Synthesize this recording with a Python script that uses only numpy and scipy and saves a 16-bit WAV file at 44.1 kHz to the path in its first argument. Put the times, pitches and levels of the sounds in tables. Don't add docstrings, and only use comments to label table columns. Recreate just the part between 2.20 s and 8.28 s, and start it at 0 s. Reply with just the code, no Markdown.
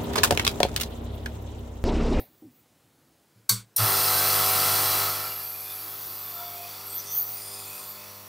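import sys
import numpy as np
from scipy import signal
from scipy.fft import irfft
from scipy.io import wavfile
from scipy.ndimage import uniform_filter1d

SR = 44100
rng = np.random.default_rng(int(sys.argv[2]) if len(sys.argv) > 2 else 0)


def generate_wav(sig):
    pcm = np.round(np.clip(np.atleast_2d(sig).T, -1, 1) * 32767).astype(np.int16)
    wavfile.write(sys.argv[1], SR, pcm)


def voltage_ratio(decibels):
    exponent = np.asarray(decibels, float) / 20
    return 10 ** exponent


N = 268304
T = np.arange(N) / SR
MAINS_HZ = 50.02


def evened(x):
    return x / np.sqrt(np.mean(x ** 2) + 1e-20)


def read(points, hz):
    f, value = np.transpose(points)
    return np.interp(np.log(hz + 1), np.log(f + 1), value)


def unit(spectrum, hz):
    inside = (hz >= spectrum[0][0]) * (hz <= spectrum[-1][0])
    return evened(voltage_ratio(read(spectrum, hz)) * inside)


def lift(modes, hz):
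    return sum((db / (1 + (2 * (hz - f) / width) ** 2) for f, width, db in modes), 0 * hz)


def bump(t, s, length):
    return np.exp(-(2 * (t - s) / length) ** 2)


def drift(size):
    once = uniform_filter1d(rng.standard_normal(N), size=size)
    return evened(uniform_filter1d(once, size=size))


def add(mix, s, sound):
    part = mix[round(s * SR):][:len(sound)]
    part += sound[:len(part)]


def resonate(x, hz, width):
    turn = np.exp(2j * np.pi * np.cumsum(hz * np.ones(len(x))) / SR)
    r = np.exp(-np.pi * width / SR)
    return 2 * (turn * signal.lfilter([1 - r], [1, -r], x / turn)).real


def ring(modes):
    out, t = np.zeros(N), np.arange(SR // 2) / SR
    for s, hz, db, rise, t60 in modes:
        swell = np.sin(np.pi / 2 * np.minimum(t / rise, 1))
        decay = voltage_ratio(db - 60 * np.maximum(t - rise, 0) / t60)
        add(out, max(s, 0), swell * decay * np.sin(2 * np.pi * hz * t))
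    return out


def banded(x):
    low_pass = signal.firwin(2047, 15750, window=("kaiser", 9), fs=SR)
    return signal.oaconvolve(x, low_pass, "same")


# time in seconds, grip from 0 to 1.
HELD = [
    (0, 0),
    (2.9, 0),
    (3.3, .5),
    (4.1, .7),
    (4.6, 1),
    (6.1, 1),
]


def noise(spectrum, patchy_db, modes=(), held=None, held_modes=None, lead=0):
    hz, frames = np.fft.rfftfreq(1024, 1 / SR), N // 256 + 5
    a, b, patches = rng.standard_normal((frames, 513, 3)).T
    patches = uniform_filter1d(patches, size=6, axis=0)
    patches = uniform_filter1d(patches, size=30, axis=1)
    patches = evened(np.tanh(evened(patches)))
    grip = np.interp(np.arange(frames) * 256 / SR + lead, *np.transpose(HELD))
    colour = (1 - grip) * unit(spectrum, hz)[:, None] + grip * unit(held or spectrum, hz)[:, None]
    lift_db = (1 - grip) * lift(modes, hz)[:, None] + grip * lift(held_modes or modes, hz)[:, None]
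    patch_db = patchy_db * patches * (.45 + .55 * grip)
    z = (a + 1j * b) * colour * voltage_ratio(lift_db + patch_db)
    return evened(signal.istft(z, nperseg=1024, noverlap=768)[1][:N])


# pitch in Hz, level in dB per Hz.
FLOOR = [(18, -51), (30, -6), (62, -17), (95, -9), (221, -7.5), (251, -3.5), (448, -8.5), (910, -15),
         (984, -14.5), (2670, -20), (4750, -21.5), (5140, -21.5), (15900, -23)]
# pitch in Hz, width in Hz, lift in dB.
DESK = [(112, 49, 12.5)]


def room_rumble():
    return voltage_ratio(-63.5) * noise(FLOOR, 3.0, DESK)


# pitch in Hz, level in dB per Hz.
FADING = [(88, -23), (150, 0), (244, -12), (788, -10.5), (1390, -44), (1750, -23), (2350, -21), (3090, -28),
          (4140, -20.5), (7010, -39), (14400, -9.5), (15900, -18)]


def fading_puff():
    t60 = 0.25
    return voltage_ratio(-41.5 - 60 * T / t60) * noise(FADING, 3.4)


# start in seconds, desk top in dB, case in dB, rise in s, 60 dB decay in s.
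PUSHES = [
    (0, -40, -46.5, 0.0031, 0.087),
    (.085, -75, -65, .025, 0.16),
    (.221, -70, -48, 0.0047, 0.15),
    (0.238, -56, -61, 0.023, 0.25),
    (1.15, -56, -75, 0.023, 0.39),
    (1.298, -30.5, -60, 0.035, 0.26),
]
# pitch in Hz, level in dB.
DESK_MODES = [(113, 2.5), (195, -7)]
CASE_MODES = [(255, 2), (320, 2.5), (385, -8), (490, -10), (590, -14), (765, -13)]
# start in seconds, pitch in Hz, level in dB, rise in s, 60 dB decay in s.
FIRST_KNOCK = [
    (0, 780, -50, .002, 0.11),
    (0, 593, -50, .002, 0.17),
]
# start in seconds, pitch in Hz, level in dB, rise in s, 60 dB decay in s.
JOLT = (1.5825, 108, -20.5, .052, .16)


def knocks():
    rings = []
    for s, desk_db, case_db, rise, t60 in PUSHES:
        for db, modes in ((desk_db, DESK_MODES), (case_db, CASE_MODES)):
            for hz, mode_db in modes:
                shorter = min(300 / hz, 1) ** .5
                rings.append((s, hz, db + mode_db, rise, t60 * shorter))
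    return ring(rings + FIRST_KNOCK + [JOLT])


# time in seconds, pitch in Hz, level in dB.
CREAK = [
    (.221, 290, -62),
    (.226, 285, -50),
    (.25, 336, -47.5),
    (.283, 255, -52),
    (.295, 240, -59),
    (.33, 235, -72),
]


def creak():
    s, hz, db = np.transpose(CREAK)
    turn = 2 * np.pi * np.cumsum(np.interp(T, s, hz)) / SR
    on = (T > s[0]) * (T < s[-1])
    judder = 1 + 0.27 * np.cos(2 * np.pi * 70 * T)
    return on * voltage_ratio(np.interp(T, s, db)) * np.sqrt(2) * np.sin(turn) * judder


# pitch in Hz, 60 dB decay in seconds.
ROOM = [(400, 0.53), (1100, 0.27), (2800, 0.42), (3600, 0.27), (4500, 0.23), (8500, 0.24), (11000, 0.17),
        (15000, 0.17)]


def room_tail():
    hz, t, z = signal.stft(rng.standard_normal(SR // 2), SR, nperseg=256)
    tail = signal.istft(z * voltage_ratio(-60 * t / read(ROOM, hz)[:, None]), SR, nperseg=256)[1]
    return tail / np.linalg.norm(tail)


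def snaps(events, spectrum, rings):
    crack, direct, send = noise(spectrum, 0.67, rings), np.zeros(N), np.zeros(N)
    t = np.arange(SR // 5) / SR
    for s, db, rise, t60, room_db in events:
        shape = np.minimum(t / rise, 1) ** 2 * voltage_ratio(db - 60 * np.maximum(t - rise, 0) / t60)
        burst = shape * crack[round(s * SR):][:len(t)]
        add(direct, s, burst)
        add(send, s + rise, np.array([voltage_ratio(room_db) * np.linalg.norm(burst)]))
    hz = np.fft.rfftfreq(512, 1 / SR)
    colour = np.fft.fftshift(irfft(unit(spectrum, hz) * voltage_ratio(lift(rings, hz))))
    send = signal.oaconvolve(send, colour / np.linalg.norm(colour), "same")
    return direct + voltage_ratio(8.5) * banded(signal.oaconvolve(send, room_tail())[:N])


# start in seconds, level in dB, rise in s, 60 dB decay in s, room in dB.
SWITCH = [
    (1.2902, -11.5, .0045, 0.022, -6.5),
    (1.3065, -26.5, .003, 0.046, -14.5),
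]
# pitch in Hz, level in dB per Hz.
SNAP = [(180, -64), (300, -34), (488, -32), (680, -44), (850, -27), (1150, -18.5), (1850, -24.5),
        (2840, -25), (3500, -13.5), (4460, -7.5), (5280, -12), (11000, -5), (14400, -5), (15700, -12),
        (15900, -26), (16500, -32.5)]
# pitch in Hz, width in Hz, lift in dB.
SWITCH_RINGS = [(1070, 430, 8), (1470, 130, 9), (2240, 200, 9), (4520, 250, 8), (5700, 900, 4),
                (8100, 480, 5.5), (14750, 500, 3)]
# start in seconds, pitch in Hz, level in dB, rise in s, 60 dB decay in s.
ROCKER = [(1.2925, 4465, -25.5, .002, .19), (1.293, 4576, -34, .002, .27), (1.293, 4400, -32, .002, .12),
          (1.294, 6080, -29, .002, .12), (1.294, 5615, -33, .002, .18), (1.296, 3908, -37, .003, .18),
          (1.30, 3585, -41, .006, .25), (1.296, 1308, -42, .004, .19), (1.294, 6928, -36, .002, .17),
          (1.294, 7790, -35, .002, .2), (1.294, 1120, -33, .006, .12), (1.295, 880, -41, .006, .12),
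          (1.297, 2130, -40, .008, .15), (1.297, 2240, -39, .006, .12), (1.296, 1580, -35, .003, .1),
          (1.298, 480, -47, .02, .13), (1.315, 420, -52, .02, .15), (1.37, 55, -50, .02, .25)]


def switch():
    gate = np.clip((1.47 - T) / 0.058, 0, 1)
    return gate * (snaps(SWITCH, SNAP, SWITCH_RINGS) + ring(ROCKER))


# start in seconds, level in dB, rise in s, 60 dB decay in s, room in dB.
RELAY = [
    (1.5605, -15.5, .0045, 0.016, -20),
    (1.5668, -19, .0015, 0.022, -3.5),
    (1.5725, -35, .001, .04, -14),
]
# pitch in Hz, level in dB per Hz.
RELAY_SNAP = [(290, -58), (500, -26), (2540, -36), (4110, -18), (4690, -31), (5590, -9.5), (6760, -18),
              (13600, 0.5), (16500, -21)]
# pitch in Hz, width in Hz, lift in dB.
RELAY_RINGS = [(4120, 270, 11), (5650, 200, 17), (9500, 350, 16.5), (11500, 400, 8), (13600, 450, 4)]


def relay():
    return snaps(RELAY, RELAY_SNAP, RELAY_RINGS)


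# start in seconds, pitch in Hz, level in dB, rise in s, 60 dB decay in s.
ARMATURE = [
    (1.5635, 9550, -22, .0015, .025),
    (1.563, 5680, -24, .002, .035),
    (1.5665, 13800, -21, .0015, .025),
    (1.564, 15300, -26, .0015, .02),
    (1.565, 900, -46, .003, .08),
    (1.567, 700, -49, .006, .15),
]


def armature():
    return ring(ARMATURE)


def stroke(depth_db, uneven=0.22):
    turn = 2 * np.pi * MAINS_HZ * T
    return voltage_ratio(depth_db * (np.cos(2 * turn - 1.9) + uneven * np.cos(turn - .3)))


def whistles(breeze, rows, glide, width_share):
    out = np.zeros(N)
    for s, length, middle_hz, db in rows:
        first, count = round((s - length / 2) * SR), round(length * SR)
        wind = breeze[first:first + count]
        hz = middle_hz * (1 + glide * np.linspace(-.5, .5, num=len(wind)))
        width = 1.83 * width_share * np.sqrt(middle_hz * 10000)
        whistle = evened(resonate(resonate(wind, hz, width), hz, width))
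        add(out, first / SR, voltage_ratio(db) * whistle * np.hanning(count)[:len(wind)] ** 0.83)
    return out


# middle in seconds, length in s, pitch in Hz, level in dB.
STIRS = [
    (.18, .3, 14900, -66),
    (.375, 0.18, 14850, -63),
    (1.17, .09, 4420, -75),
    (3.7, 0.37, 14750, -48),
]
BROAD = [(3.25, 1.7, 12400, -40.5), (3.52, 0.8, 11330, -50), (3.24, 0.2, 4630, -51),
         (3.1, 0.43, 2730, -54.5), (3.85, 1.5, 14200, -43), (4.673, 0.066, 12650, -45),
         (5.7, .1, 13300, -40), (4.982, 0.19, 13800, -25), (5.58, 0.38, 9000, -47), (5.29, 0.6, 9430, -46),
         (5.3, 0.52, 9130, -48), (5.44, 1.1, 7320, -53), (5.58, .5, 12800, -49)]
PINCHED = [(3.058, 0.087, 1330, -41), (3.09, .12, 4700, -48), (3.38, 0.81, 2425, -55.5),
           (3.13, 0.33, 2800, -56), (3.05, 0.34, 2380, -51), (3.51, 0.2, 3525, -51), (4.2, 0.73, 3520, -54),
           (4.198, 0.14, 1360, -47.5), (4.425, 0.19, 2470, -51.5), (4.9, 0.16, 3520, -54),
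           (5.53, 0.24, 2520, -51), (5.37, .16, 2520, -56), (5.17, .15, 2520, -58), (5.82, .2, 2520, -58),
           (4.3, 0.43, 2250, -59), (3.3, .12, 4500, -51), (3.22, .1, 5200, -51), (3.05, .1, 5250, -47),
           (5.65, .25, 1080, -57), (4.1, 0.33, 1150, -56), (4.25, .2, 960, -54), (3.66, .1, 325, -55),
           (3.9, .2, 335, -62), (5.7, .2, 340, -65)]
TWISTED = [
    (4.72, .12, 8360, -43),
    (4.766, .15, 13400, -33),
    (4.9, 0.28, 8950, -50),
    (5.05, .2, 14350, -38),
    (4.798, .065, 5980, -40),
    (4.91, 0.17, 6000, -40),
    (5.08, .3, 6050, -51),
    (5.3, 0.5, 4950, -54),
]
SLITS = [(1.7, .26, 13850, -35), (2.08, 1.0, 13800, -34), (2.0, .85, 14250, -37), (2.75, .7, 14500, -37),
         (2.75, .5, 12750, -38), (2.5, .25, 12250, -41), (2.8, .7, 11550, -42), (2.2, .7, 11550, -42),
         (2.3, .9, 10100, -43), (3.3, .6, 14700, -46), (5.95, .4, 9250, -60), (3.28, .45, 12950, -39.5),
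         (3.15, .8, 12700, -43), (3.2, .6, 12250, -48), (3.2, .6, 11450, -46), (3.6, .3, 12200, -52),
         (3.52, .5, 11450, -45), (3.9, .5, 11350, -49), (3.6, .25, 13000, -50), (3.8, .7, 14400, -49),
         (4.1, 1.0, 13500, -43), (4.1, 1.2, 13750, -42), (4.15, .8, 13000, -53), (3.7, .6, 10060, -55),
         (4.98, .24, 13200, -37), (5.0, .2, 15200, -44), (5.5, .25, 12900, -48), (5.72, .2, 12850, -52),
         (5.3, .6, 12200, -52), (5.6, .6, 14400, -52), (5.95, .3, 13700, -53), (3.55, .3, 13650, -48),
         (5.9, .5, 5750, -59), (4.82, .14, 5100, -51), (5.3, .4, 4980, -51), (5.65, .4, 4900, -56),
         (4.93, .16, 3200, -56)]
SWEPT = [
    (5.14, .22, 14750, -37),
    (4.68, .12, 12750, -44),
    (4.97, .16, 6350, -47),
]


def leaks():
    breeze = rng.standard_normal(N) * stroke(depth_db=0.8)
    unsteady = evened(uniform_filter1d(rng.standard_normal(N), size=900))
    breeze *= voltage_ratio(0.71 * unsteady)
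    out = whistles(breeze, STIRS, glide=-.015, width_share=.07)
    out += whistles(breeze, BROAD, glide=-.012, width_share=.039)
    out += whistles(breeze, PINCHED, glide=-.005, width_share=.014)
    out += whistles(breeze, TWISTED, glide=.045, width_share=.039)
    out += whistles(breeze, SLITS, glide=-.012, width_share=.02)
    return out + whistles(breeze, SWEPT, glide=.07, width_share=.022)


# time in seconds, drive in dB,
# air flow in dB (0 is free, lower is throttled by the hands).
PUMP = [(1.6, -39.5, -0.5), (1.81, -38.5, 0), (2.59, -38, -1), (2.82, -40, -1), (3.17, -51.5, -3),
        (3.3, -54.5, -3), (3.53, -54.5, -2), (3.69, -54, -3), (4.14, -54, -3), (4.48, -54, -2),
        (5.31, -52.5, -6), (5.67, -52.5, -6.5), (6.08, -54, -11)]


def level(offset_db, flow_share, start):
    s, drive_db, flow_db = np.transpose(PUMP)
    gain = voltage_ratio(np.interp(T, s, drive_db + offset_db + flow_share * flow_db))
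    return gain * np.clip((T - start) / .02, 0, 1)


def reed():
    hz, width = 4600, 220 * 1.4
    puffs = rng.standard_normal(N) * stroke(depth_db=7.5, uneven=.3) * voltage_ratio(1.0 * drift(size=900))
    chatter = resonate(resonate(puffs, hz, width), hz, width)
    return voltage_ratio(4.0) * evened(chatter) * level(-3.0, 0.67, start=1.575)


# pitch in Hz, width in Hz, lift in dB.
CAVITIES = [(1295, 90, 11.5), (2040, 140, 4), (2710, 150, 7), (3410, 110, 4), (3998, 115, 10),
            (5220, 100, 8.5), (5930, 90, 5), (8900, 300, 1.5), (10200, 250, 4.5), (11550, 180, 5)]
CAVITIES_HELD = [(1310, 140, 6.6), (2060, 130, 3), (3470, 100, 4.3), (4030, 120, 3), (5250, 100, 2.8),
                 (5780, 170, 5.1), (10740, 200, 3), (12100, 180, 3.6), (14400, 280, 1)]
# pitch in Hz, level in dB per Hz.
JET = [(4000, -16.5), (6800, -22), (7380, -11.5), (9040, -3.5), (10300, -7), (10800, -7), (12200, -4.5),
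       (13900, 1.5), (14800, 0), (15900, -14)]
JET_HELD = [(4000, -43), (6800, -24.5), (8100, -12.5), (9060, -19), (9820, -12), (12300, -10.5),
            (13300, -6.5), (13800, -5), (14600, -4), (15700, -11)]


def jet():
    hiss = noise(JET, 1.3, CAVITIES, JET_HELD, CAVITIES_HELD, lead=.4)
    return voltage_ratio(10.0) * hiss * stroke(depth_db=0.7) * level(4.28, 0.85, start=1.563)


# pitch in Hz, level in dB per Hz.
RUSH = [(1650, -12), (2800, -10), (3400, -3), (3750, -9.5), (3980, -4), (4570, -2), (4910, -2), (7200, -7),
        (9360, -40), (15800, -120)]
RUSH_HELD = [(1650, -12), (2800, -15.5), (3200, -8), (3470, -4), (3770, -8), (4530, -3), (4930, -6),
             (7200, -9), (9360, -49), (15800, -120)]


def rush():
    hiss = noise(RUSH, 2.6, CAVITIES, RUSH_HELD, CAVITIES_HELD)
    return voltage_ratio(-0.2) * hiss * stroke(depth_db=1.5) * level(7.73, 0.76, start=1.563)


# pitch in Hz, level in dB per Hz.
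FLUTTER = [(62, -34), (85, -14), (120, -8), (240, -21), (340, -12.5), (470, -17), (700, -8.5), (900, -9.5),
           (1100, -2.5), (1400, -6.5), (1480, -9.5), (1850, -12), (2300, -17), (3200, -15), (4200, -47)]
FLUTTER_HELD = [(62, -40), (85, -17), (100, -17), (250, -19), (500, -12.5), (760, -11), (1050, -4),
                (1400, -8.5), (1480, -7.5), (1850, -18), (2300, -10), (3200, -14.5), (4200, -53)]


def flutter():
    rumble = noise(FLUTTER, 2.1, CAVITIES, FLUTTER_HELD, CAVITIES_HELD)
    surge = voltage_ratio(4 * bump(T, s=1.662, length=0.17))
    return voltage_ratio(-1.4) * rumble * stroke(depth_db=-1.0) * level(6.54, 1, start=1.577) * surge


# middle in seconds, length in s, multiple of mains, level in dB.
PANELS = [
    (4.24, 0.17, 14, -55),
    (4.42, 0.16, 14, -56),
    (4.32, 0.57, 14, -50),
    (4.24, 0.17, 19, -51.5),
    (5.85, 0.82, 21, -65),
    (5.85, 0.48, 45, -68),
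]


def panels():
    out = np.zeros(N)
    for s, length, k, db in PANELS:
        t = np.arange(0, length, 1 / SR)
        tone = np.sin(2 * np.pi * k * MAINS_HZ * (t + s - length / 2)) * np.sqrt(2)
        add(out, s - length / 2, voltage_ratio(db) * tone * signal.windows.tukey(len(t), .7))
    return out * voltage_ratio(2.0 * drift(size=700))


# middle in seconds, length in s, multiple of mains,
# change in dB.
FALTERS = [(1.58, .1, 7, -10), (1.58, .1, 8, -8), (1.62, .13, 2, -14), (1.64, .14, 4, 6), (3.9, .7, 6, 3),
           (3.0, .7, 4, -3), (2.43, .05, 2, -4), (3.1, .7, 46, 6), (3.75, .4, 30, 7), (3.8, .5, 7, 4),
           (4.0, 1.6, 36, 7), (5.585, .07, 2, -16), (5.72, .2, 2, -6)]
# multiple of mains, change in dB.
LATE_SHIFT = [(3, -9), (4, 3), (8, -6), (12, 3), (15, -7)]
# multiple of mains, change in dB.
SQUEEZE = [(31, -11), (68, -6), (80, -9), (84, -6), (86, -6), (88, -6)]


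def order_change_db(k, t):
    brief = sum((db * bump(t, s, length) for s, length, order, db in FALTERS if order == k), 0 * t)
    late_shift = dict(LATE_SHIFT).get(k, 0) * bump(t, s=5.95, length=.75)
    squeeze = dict(SQUEEZE).get(k, 0) * bump(t, s=5.5, length=2.6)
    return brief + late_shift + squeeze


KNOTS = np.linspace(0, T[-1], num=90)
SLAP_WOBBLE_DB = 4.0


def order_tone(k):
    return np.sin(2 * np.pi * (k * (MAINS_HZ * T % 1) + rng.random()))


# multiple of mains, level in dB.
BUZZ = [(31, -3), (34, -8), (36, -9), (40, -6), (42, -12), (46, -8), (68, -11), (80, -2), (84, -7),
        (86, -7), (88, -4), (92, -8), (105, -6.5), (120, -14), (41, -9)]


def buzz():
    out, grip = np.zeros(N), np.interp(KNOTS, *np.transpose(HELD))
    for k, db in BUZZ:
        wobble = SLAP_WOBBLE_DB * rng.standard_normal(len(KNOTS))
        height = voltage_ratio(db + wobble + order_change_db(k, KNOTS) - 6.8 * grip)
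        out += np.interp(T, KNOTS, height) * order_tone(k)
    return out


# pitch in Hz, level in dB.
SLAP = [(1500, -22), (2000, -16.5), (2600, -12.5), (3400, -20.5), (4000, -20), (4600, -38), (5500, -14.5),
        (7000, -26)]


def slaps():
    out, grip = np.zeros(N), np.interp(KNOTS, *np.transpose(HELD))
    high = np.arange(31, 140)
    slap = voltage_ratio(read(SLAP, high * MAINS_HZ) + 2.5 * rng.standard_normal(len(high)))
    slap[[k - high[0] for k, db in BUZZ]] = 0
    cycle = np.linspace(0, 1, num=4097)
    phase = rng.random((len(high), 1))
    waves = slap[:, None] * np.sin(2 * np.pi * (high[:, None] * cycle + phase))
    for group in range(8):
        breath = voltage_ratio(SLAP_WOBBLE_DB * rng.standard_normal(len(KNOTS)) - 2.4 * grip)
        wave = np.interp(MAINS_HZ * T % 1, cycle, waves[group::8].sum(0))
        out += np.interp(T, KNOTS, breath) * wave
    return out


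# multiple of mains, level in dB.
HUM = [(1, -33), (2, 0), (3, -9), (4, -13), (5, -33), (6, -11), (7, -15), (8, -4), (9, -30), (10, -4),
       (11, -19), (12, -7), (13, -5), (14, -6), (15, 0), (16, -9), (17, -4), (18, -9), (19, -6), (20, -9),
       (21, -5), (22, -2), (23, -8), (24, -11), (25, -8), (26, -6), (27, -3), (28, -2.5), (29, -19),
       (30, -13)]
HUM_HELD = [(1, -31), (2, 0), (3, -12), (4, -9), (5, -33), (6, -11), (7, -16), (8, -3), (9, -31), (10, -6),
            (11, -25), (12, -7), (13, -11), (14, -14), (15, -3.5), (16, -15), (17, -11), (18, -9),
            (19, -11), (20, -13), (21, -9), (22, -11), (23, -11), (24, -10), (25, -10), (26, -11),
            (27, -11), (28, -12), (29, -17), (30, -16)]
# pitch in Hz, level in dB.
SWING = [(50, 8), (100, 3.5), (200, 2.5), (900, 3), (1500, 1.5)]


def hum():
    fine = np.linspace(0, T[-1], num=600)
    grip = np.interp(KNOTS, *np.transpose(HELD))
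    out = slaps() + buzz()
    for (k, db), (_, held_db) in zip(HUM, HUM_HELD):
        wobble = 1.8 * min(k / 6, 1) * rng.standard_normal(len(KNOTS))
        blend = (1 - grip) * db + grip * held_db
        height = voltage_ratio(blend + read(SWING, k * MAINS_HZ) + wobble)
        height = np.interp(fine, KNOTS, height) * voltage_ratio(order_change_db(k, fine))
        out += np.interp(T, fine, height) * order_tone(k)
    return voltage_ratio(6.5) * evened(out) * level(0.11, 0.01, start=1.577)


def scene():
    background = room_rumble() + fading_puff() + knocks() + armature() + creak()
    air = leaks() + reed() + jet() + rush() + flutter()
    lasting = background + air + panels() + hum()
    mono = banded(lasting) + switch() + relay()
    return np.array([mono, mono])


def top_cut(x):
    return signal.sosfilt(signal.butter(12, 16820, fs=SR, output="sos"), x)


def record(dry):
    thin = signal.sosfilt(signal.butter(2, 80, "high", fs=SR, output="sos"), dry)
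    return top_cut(thin)


dry = scene()
out = record(dry)
generate_wav(out)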